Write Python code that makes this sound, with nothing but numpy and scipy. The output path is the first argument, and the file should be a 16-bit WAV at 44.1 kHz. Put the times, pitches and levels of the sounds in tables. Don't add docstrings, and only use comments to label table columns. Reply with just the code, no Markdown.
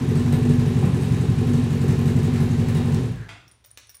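import sys
import numpy as np
from scipy import signal
from scipy.fft import rfft, irfft
from scipy.io import wavfile
from scipy.ndimage import uniform_filter1d

SR = 44100
rng = np.random.default_rng(int(sys.argv[2]) if len(sys.argv) > 2 else 0)


def to_wav(sig):
    pcm = np.clip(np.atleast_2d(sig), -1, 1) * 32767
    pcm = np.round(pcm).astype(np.int16)
    wavfile.write(sys.argv[1], SR, pcm.T)


N = 176400
T = np.arange(N) / SR

# (f/Hz, t60/s)
GARAGE_DECAY = [(100, 0.81), (400, 0.3), (1300, 0.57), (3000, 0.56), (7000, 0.57), (16000, 0.067)]
# (f/Hz, level/dB)
ROOM_COLOUR = [(25, -31), (45, -14.5), (65, 5), (85, -5.5), (108, 5.5), (150, -16.5), (300, -24.5),
               (1000, -22.5), (4000, -27.5), (16000, -45)]

# (t/s, click/dB, low ring/dB, middle ring/dB, high ring/dB)
KEY_HITS = [(3.479, -31, -61.5, -61, -68), (3.514, -30, -75, -52, -70), (3.642, -30, -61, -68, -68),
            (3.647, -24, -68, -50.5, -66), (3.659, -40, -72, -70, -51), (3.706, -29.5, -69, -58, -72),
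            (3.774, -11.5, -65, -72, -70), (3.784, -25, -70, -70, -62), (3.871, -47, -71.5, -59, -72),
            (3.894, -23, -45.5, -47.5, -48), (3.945, -24, -64, -47, -50)]
KEY_SPLITS_HZ = (7000, 11000)
# (f/Hz, level/dB, t60/s)
KEY_MODES = [(5590, -6, .15), (5680, -8, .07), (9400, -8, .04), (9550, -6.5, .12), (12290, -17, .07),
             (14760, -6, .06), (14870, -7, .09)]
# (f/Hz, level/dB)
LOCK_COLOUR = [(150, -19), (600, -3), (1400, -3), (2250, 3), (2800, -2.5), (3700, 1), (4800, -2.5),
               (6000, 0.5), (8500, -8), (12000, -9), (16000, -13)]

# (t/s, level/dB)
WHIRR_ENVELOPE = [(3.08, -74), (3.17, -51), (3.25, -49.5), (3.29, -58), (3.36, -82)]
# (t/s, level/dB)
CLUNKS = [(3.286, -14), (3.291, -6.5)]
# (f/Hz, level/dB)
CLUNK_COLOUR = [(100, -25), (500, -8), (900, -1), (1100, -3), (1350, 3), (1700, -1), (2100, -4),
                (2650, -2.5), (3600, -8), (6000, -15.5), (10000, -21.5), (16000, -37)]
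BANG_COLOUR = [(60, -14), (115, 15), (190, 38), (240, 20), (330, 22.5), (600, 12.5), (850, 10.5), (1200, 6),
               (1700, -6), (2500, -3), (4000, -21.5), (16000, -45)]
CHATTER_COLOUR = [(600, -16), (1300, 2.5), (2200, 1), (3200, -7), (8000, -12), (16000, -35)]
TICK_COLOUR = [(500, -20), (3000, -6), (5500, 3), (10000, -6), (16000, -17)]
# (t/s, level/dB)
CHATTERS = [(2.335, -8), (2.356, -5), (2.378, -12)]

# (f/Hz, level/dB)
TAPPET_COLOUR = [(1000, -23.5), (3000, -8.5), (6500, -0.5), (9500, -4), (13000, -10.5), (16000, -15.5)]
RUSH_COLOUR = [(60, -8.5), (300, 12), (600, 3), (1000, 2.5), (1400, -2), (1750, -0.5), (2100, -2.5),
               (2650, -2.5), (3300, -6), (3850, -5.5), (5000, -11), (7500, -13.5), (11000, -20.5),
               (16000, -33)]
RATTLE_COLOUR = [(300, 10.5), (900, 3.5), (2000, -1), (3500, -7), (5500, -9.5), (8500, -9), (11000, -15.5),
                 (16000, -22.5)]
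# (f/Hz, width/Hz, level/dB)
CASE_MODES = [(1707, 29, 4.5), (2900, 34, 0), (3773, 9.5, 6.5)]

# (t/s, speed/rpm)
CRANK_SPEED = [(0.0, 1300), (0.15, 1400), (0.35, 1428), (0.58, 1449), (0.72, 1368), (0.95, 1350),
               (1.25, 1351), (1.52, 1441), (1.7, 1363), (2.05, 1374.5), (2.5, 1394.5), (2.95, 1385),
               (3.03, 1250), (3.09, 910), (3.16, 708), (3.24, 0)]
# (offset/s, thump/dB, drone/dB, bark/dB, clatter/dB)
CYLINDERS = [(-.0065, -2.5, 5, 6.5, -4), (-.0069, 0.5, 4, 4.5, -10), (-.0066, -2.6, 2.1, 3, 1),
             (-.0066, 6.5, 4, 3, 0.5)]
# (thump/dB, drone/dB, bark/dB, clatter/dB)
UNFIRED = (1.5, -3.5, 2, -4)
# (t/s, level/dB)
THIRD_BURN = [(0.0, 5.5), (0.2, 5), (0.55, 7.5), (0.72, 0.5), (0.85, 4.5), (0.97, -4), (1.35, -16.5),
              (1.55, 6), (1.72, 2), (1.9, 2.5), (2.41, 2.5), (2.58, -2), (2.76, 6.5), (2.95, 1.5)]
# (t/s, level/dB)
DRONE_RIDE = [(0, 1.2), (.3, 0.3), (.52, 2), (.6, 0), (.8, 1.5), (1, -2), (1.3, -3.5), (1.53, 2.9),
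              (1.8, 0.5), (2.1, 3), (2.3, 2), (2.5, 2.5), (2.65, 0.5), (2.95, 2)]
# (f/Hz, width/Hz, level/dB)
BOOM_MODES = [(51.6, 2.66, 0), (103, 16.2, 5), (105.85, 5.7, 10.5), (122.14, 7.8, 8), (174, 26.8, 4),
              (182.53, 23.4, 1.7)]
DRONE_MODES = [(246.43, 20.3, 10), (252.1, 26.83, 8.5), (273.5, 12.2, -8.9)]
PIPE_MODES = [(344, 13.4, 1), (373.4, 17, -1.5), (418.8, 19.6, -3), (460.3, 32.7, -3.5), (499, 59.6, -11),
              (569, 87, -20.5), (748.3, 22, -9.5), (765.3, 41, -13), (835, 25, -18), (1032, 34, -18.5)]

FIRST_FIRING_S, IGNITION_OFF_S = .013, 3.008
MAX_PULSES = 160


def from_db(db):
    return 10 ** (np.asarray(db) / 20)


def rms_one(x):
    return x / np.sqrt(np.mean(x ** 2) + 1e-20)


def at_hz(points, hz):
    f, value = np.transpose(points)
    return np.interp(np.log(hz + 1e-9), np.log(f), value)


def clicks(times, sizes):
    out = np.zeros(N)
    np.add.at(out, np.clip(times * SR, 0, N - 1).astype(int), sizes)
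    return out


def fade(x, seconds):
    return signal.lfilter([1], [1, -np.exp(-1 / (seconds * SR))], x + 1e-18)


def bursts(impulses, decay_s):
    return fade(impulses, decay_s) * rng.standard_normal(N) / np.sqrt(decay_s * SR / 2)


def colour(x, spectrum):
    size = 8192
    gain = from_db(at_hz(spectrum, np.arange(size // 2 + 1) * SR / size))
    cepstrum = irfft(np.log(gain))
    cepstrum[1:size // 2] *= 2
    cepstrum[size // 2 + 1:] = 0
    return signal.fftconvolve(x, irfft(np.exp(rfft(cepstrum))))[:N]


def knocks(hits, spectrum, decay_s):
    times, db = np.transpose(hits)
    return colour(bursts(clicks(times, from_db(db)), decay_s), spectrum)


def resonate(x, hz, width_hz):
    r = np.exp(-np.pi * width_hz / SR)
    feedback = [1, -2 * r * np.cos(2 * np.pi * hz / SR), r * r]
    return signal.lfilter(np.array([1, 0, -1]) * (1 - r * r) / 2, feedback, x + 1e-18)


def body(x, modes):
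    return sum((-1) ** k * from_db(db) * resonate(x, hz, width)
               for k, (hz, width, db) in enumerate(modes))


def band_noise(low_hz, high_hz, size):
    band = signal.butter(2, [low_hz, high_hz], "band", fs=SR, output="sos")
    return signal.sosfilt(band, rng.standard_normal(size))


def pitched_hiss(hz, width_hz, size):
    return rms_one(resonate(resonate(rng.standard_normal(size), hz, width_hz), hz, 2 * width_hz))


def garage(x, wet_db):
    t, edges = T[:SR * 2 // 3], np.geomspace(40, 18000, 13)
    tail = sum(band_noise(lo, hi, len(t)) * from_db(-60 * t / at_hz(GARAGE_DECAY, np.sqrt(lo * hi)))
               for lo, hi in zip(edges, edges[1:]))
    tail *= np.clip(t / 0.0044, 0, 1) ** 2
    return x + from_db(wet_db) * signal.fftconvolve(x, tail / np.linalg.norm(tail))[:N]


def room_tone():
    return from_db(-63.5) * rms_one(colour(rng.standard_normal(N), ROOM_COLOUR))


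def keys(bounce_s=0.0085, bounce_db=-22, shimmer_db=7):
    times, click_db, *ring_db = np.transpose(KEY_HITS)
    ring, t = 0, T[:SR]
    for hz, db, t60 in KEY_MODES:
        register = np.searchsorted(KEY_SPLITS_HZ, hz)
        force = from_db(ring_db[register] + db + rng.standard_normal(len(times)))
        bounces = times + bounce_s * rng.uniform(0.58, 1.5, len(times))
        strikes = clicks(times, force) + clicks(bounces, force * from_db(bounce_db))
        waver = rms_one(uniform_filter1d(rng.standard_normal(N), size=200))
        ping = np.sin(2 * np.pi * hz * t) * from_db(-60 * t / t60)
        ring += from_db(shimmer_db * (waver + 0.5)) * signal.fftconvolve(strikes, ping)[:N]
    lock = knocks(np.c_[times, click_db], LOCK_COLOUR, decay_s=0.0043)
    return garage(lock, wet_db=-3) + garage(ring, wet_db=-11)


def crank_stop():
    whirr_db = np.interp(T, *np.transpose(WHIRR_ENVELOPE), left=-np.inf, right=-np.inf)
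    whirr = from_db(whirr_db) * pitched_hiss(hz=1630, width_hz=290, size=N)
    clunk = knocks(CLUNKS, CLUNK_COLOUR, decay_s=0.005)
    return whirr + garage(clunk, wet_db=3.5)


def stray_knocks():
    bang = knocks([(0.824, -0.5)], BANG_COLOUR, decay_s=0.046)
    chatter = knocks(CHATTERS, CHATTER_COLOUR, decay_s=0.022)
    tick = knocks([(2.946, -11.5)], TICK_COLOUR, decay_s=0.0027)
    return garage(bang + chatter + tick, wet_db=-4.5)


def cam_chain(times, rise_s=0.006, delay_s=0.0059):
    out, t = np.zeros(N + SR), T[:SR // 8]
    swell = t / rise_s * np.exp(1 - t / rise_s)
    for start in times[times < IGNITION_OFF_S][3::4]:
        zing = pitched_hiss(hz=rng.normal(8300, 540), width_hz=1100, size=len(t))
        i = int((start + delay_s) * SR)
        out[i:i + len(t)] += from_db(rng.normal(-54, 1.5)) * swell * zing
    return out[:N]


def tappets(times, clatter_db):
    return knocks(np.c_[times, -20 + 0.6 * clatter_db], TAPPET_COLOUR, decay_s=.005)


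def valve_gear(times, clatter_db, run_down_db_per_s=-55, patchy_db=4.5):
    rush = rms_one(colour(rng.standard_normal(N), RUSH_COLOUR))
    rush *= from_db(run_down_db_per_s * np.maximum(T - IGNITION_OFF_S, 0))
    edges = np.r_[200, np.linspace(1200, 16500, 16)]
    patches = rng.standard_normal((len(edges), MAX_PULSES)) * np.minimum(edges / 8000, 1)[:, None]
    rattle = 0
    for lo, hi, patch in zip(edges, edges[1:], patches):
        power = from_db(clatter_db + patchy_db * patch[:len(times)]) ** 2
        rattle += band_noise(lo, hi, N) * np.sqrt(fade(clicks(times, power), seconds=0.027))
    clatter = rms_one(colour(rattle, RATTLE_COLOUR))
    case_ring = rms_one(body(rattle, CASE_MODES))
    return from_db(-38.5) * rush + from_db(-45.5) * clatter + from_db(-56.5) * case_ring


def cylinder_pulses(misfire_db=-12.5, jitter_s=.0001):
    rpm = np.interp(T, *np.transpose(CRANK_SPEED))
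    count = np.cumsum(rpm * (T > FIRST_FIRING_S)) * 2 / 60 / SR
    k = np.arange(MAX_PULSES)
    times = np.maximum(np.interp(k, count, T), FIRST_FIRING_S)
    jitter, force_scatter, bark_scatter, clatter_scatter = rng.standard_normal((4, MAX_PULSES))
    offset, thump, drone, bark, clatter = np.array(CYLINDERS)[k % 4].T
    drone = drone + np.interp(times, *np.transpose(DRONE_RIDE))
    fired = np.array([thump, drone, bark - 0.5 * bark_scatter, clatter + 3 * clatter_scatter])
    fired += 1.1 * force_scatter
    third, good_cycle = k % 4 == 2, k % 8 == 6
    burn_db = third * np.where(good_cycle, np.interp(times, *np.transpose(THIRD_BURN)), misfire_db)
    fired += np.outer([0.72, 0.72, 0.9, 0.98], burn_db)
    coasting_s = times - IGNITION_OFF_S
    unfired = np.array(UNFIRED)[:, None] + np.outer([-46, -75, -75, -75], coasting_s)
    levels = np.where(coasting_s > 0, unfired, fired)
    header = np.where(third & (coasting_s < 0), burn_db, -np.inf)
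    pulses = np.vstack([times + offset + jitter_s * jitter, levels, header])
    return pulses[:, k < count[-1]]


def header_pipe(times, burn_db, hz=152.4, width_hz=13.8, delay_s=.0065):
    kicks = clicks(times + delay_s, from_db(9.5 + burn_db))
    return resonate(resonate(kicks, hz, width_hz), hz, width_hz)


def exhaust(times, thump_db, drone_db, bark_db, header_db, bark_delay_s=.012, roughness=0.71):
    thump = body(clicks(times, from_db(thump_db)), BOOM_MODES)
    drone = body(clicks(times, from_db(drone_db)), DRONE_MODES)
    low_band = signal.butter(3, [25, 330], "band", fs=SR, output="sos")
    boom = signal.sosfilt(low_band, thump + drone + header_pipe(times, header_db))
    barks = clicks(times + bark_delay_s, from_db(bark_db))
    pipe = body(barks + roughness * bursts(barks, decay_s=0.003), PIPE_MODES)
    boom = rms_one(garage(boom, wet_db=-17))
    pipe = rms_one(garage(pipe, wet_db=-3.5))
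    return from_db(-19.5) * boom + from_db(-34.5) * pipe


def scene():
    times, thump_db, drone_db, bark_db, clatter_db, header_db = cylinder_pulses()
    valve_times = times + .015
    engine = exhaust(times, thump_db, drone_db, bark_db, header_db)
    engine += valve_gear(valve_times, clatter_db) + cam_chain(times) + stray_knocks()
    engine += tappets(valve_times, clatter_db)
    return (engine + crank_stop() + keys() + room_tone())[None]


def record(dry):
    return signal.sosfilt(signal.ellip(12, .1, 80, 15800, fs=SR, output="sos"), dry)


dry = scene()
out = record(dry)
to_wav(out)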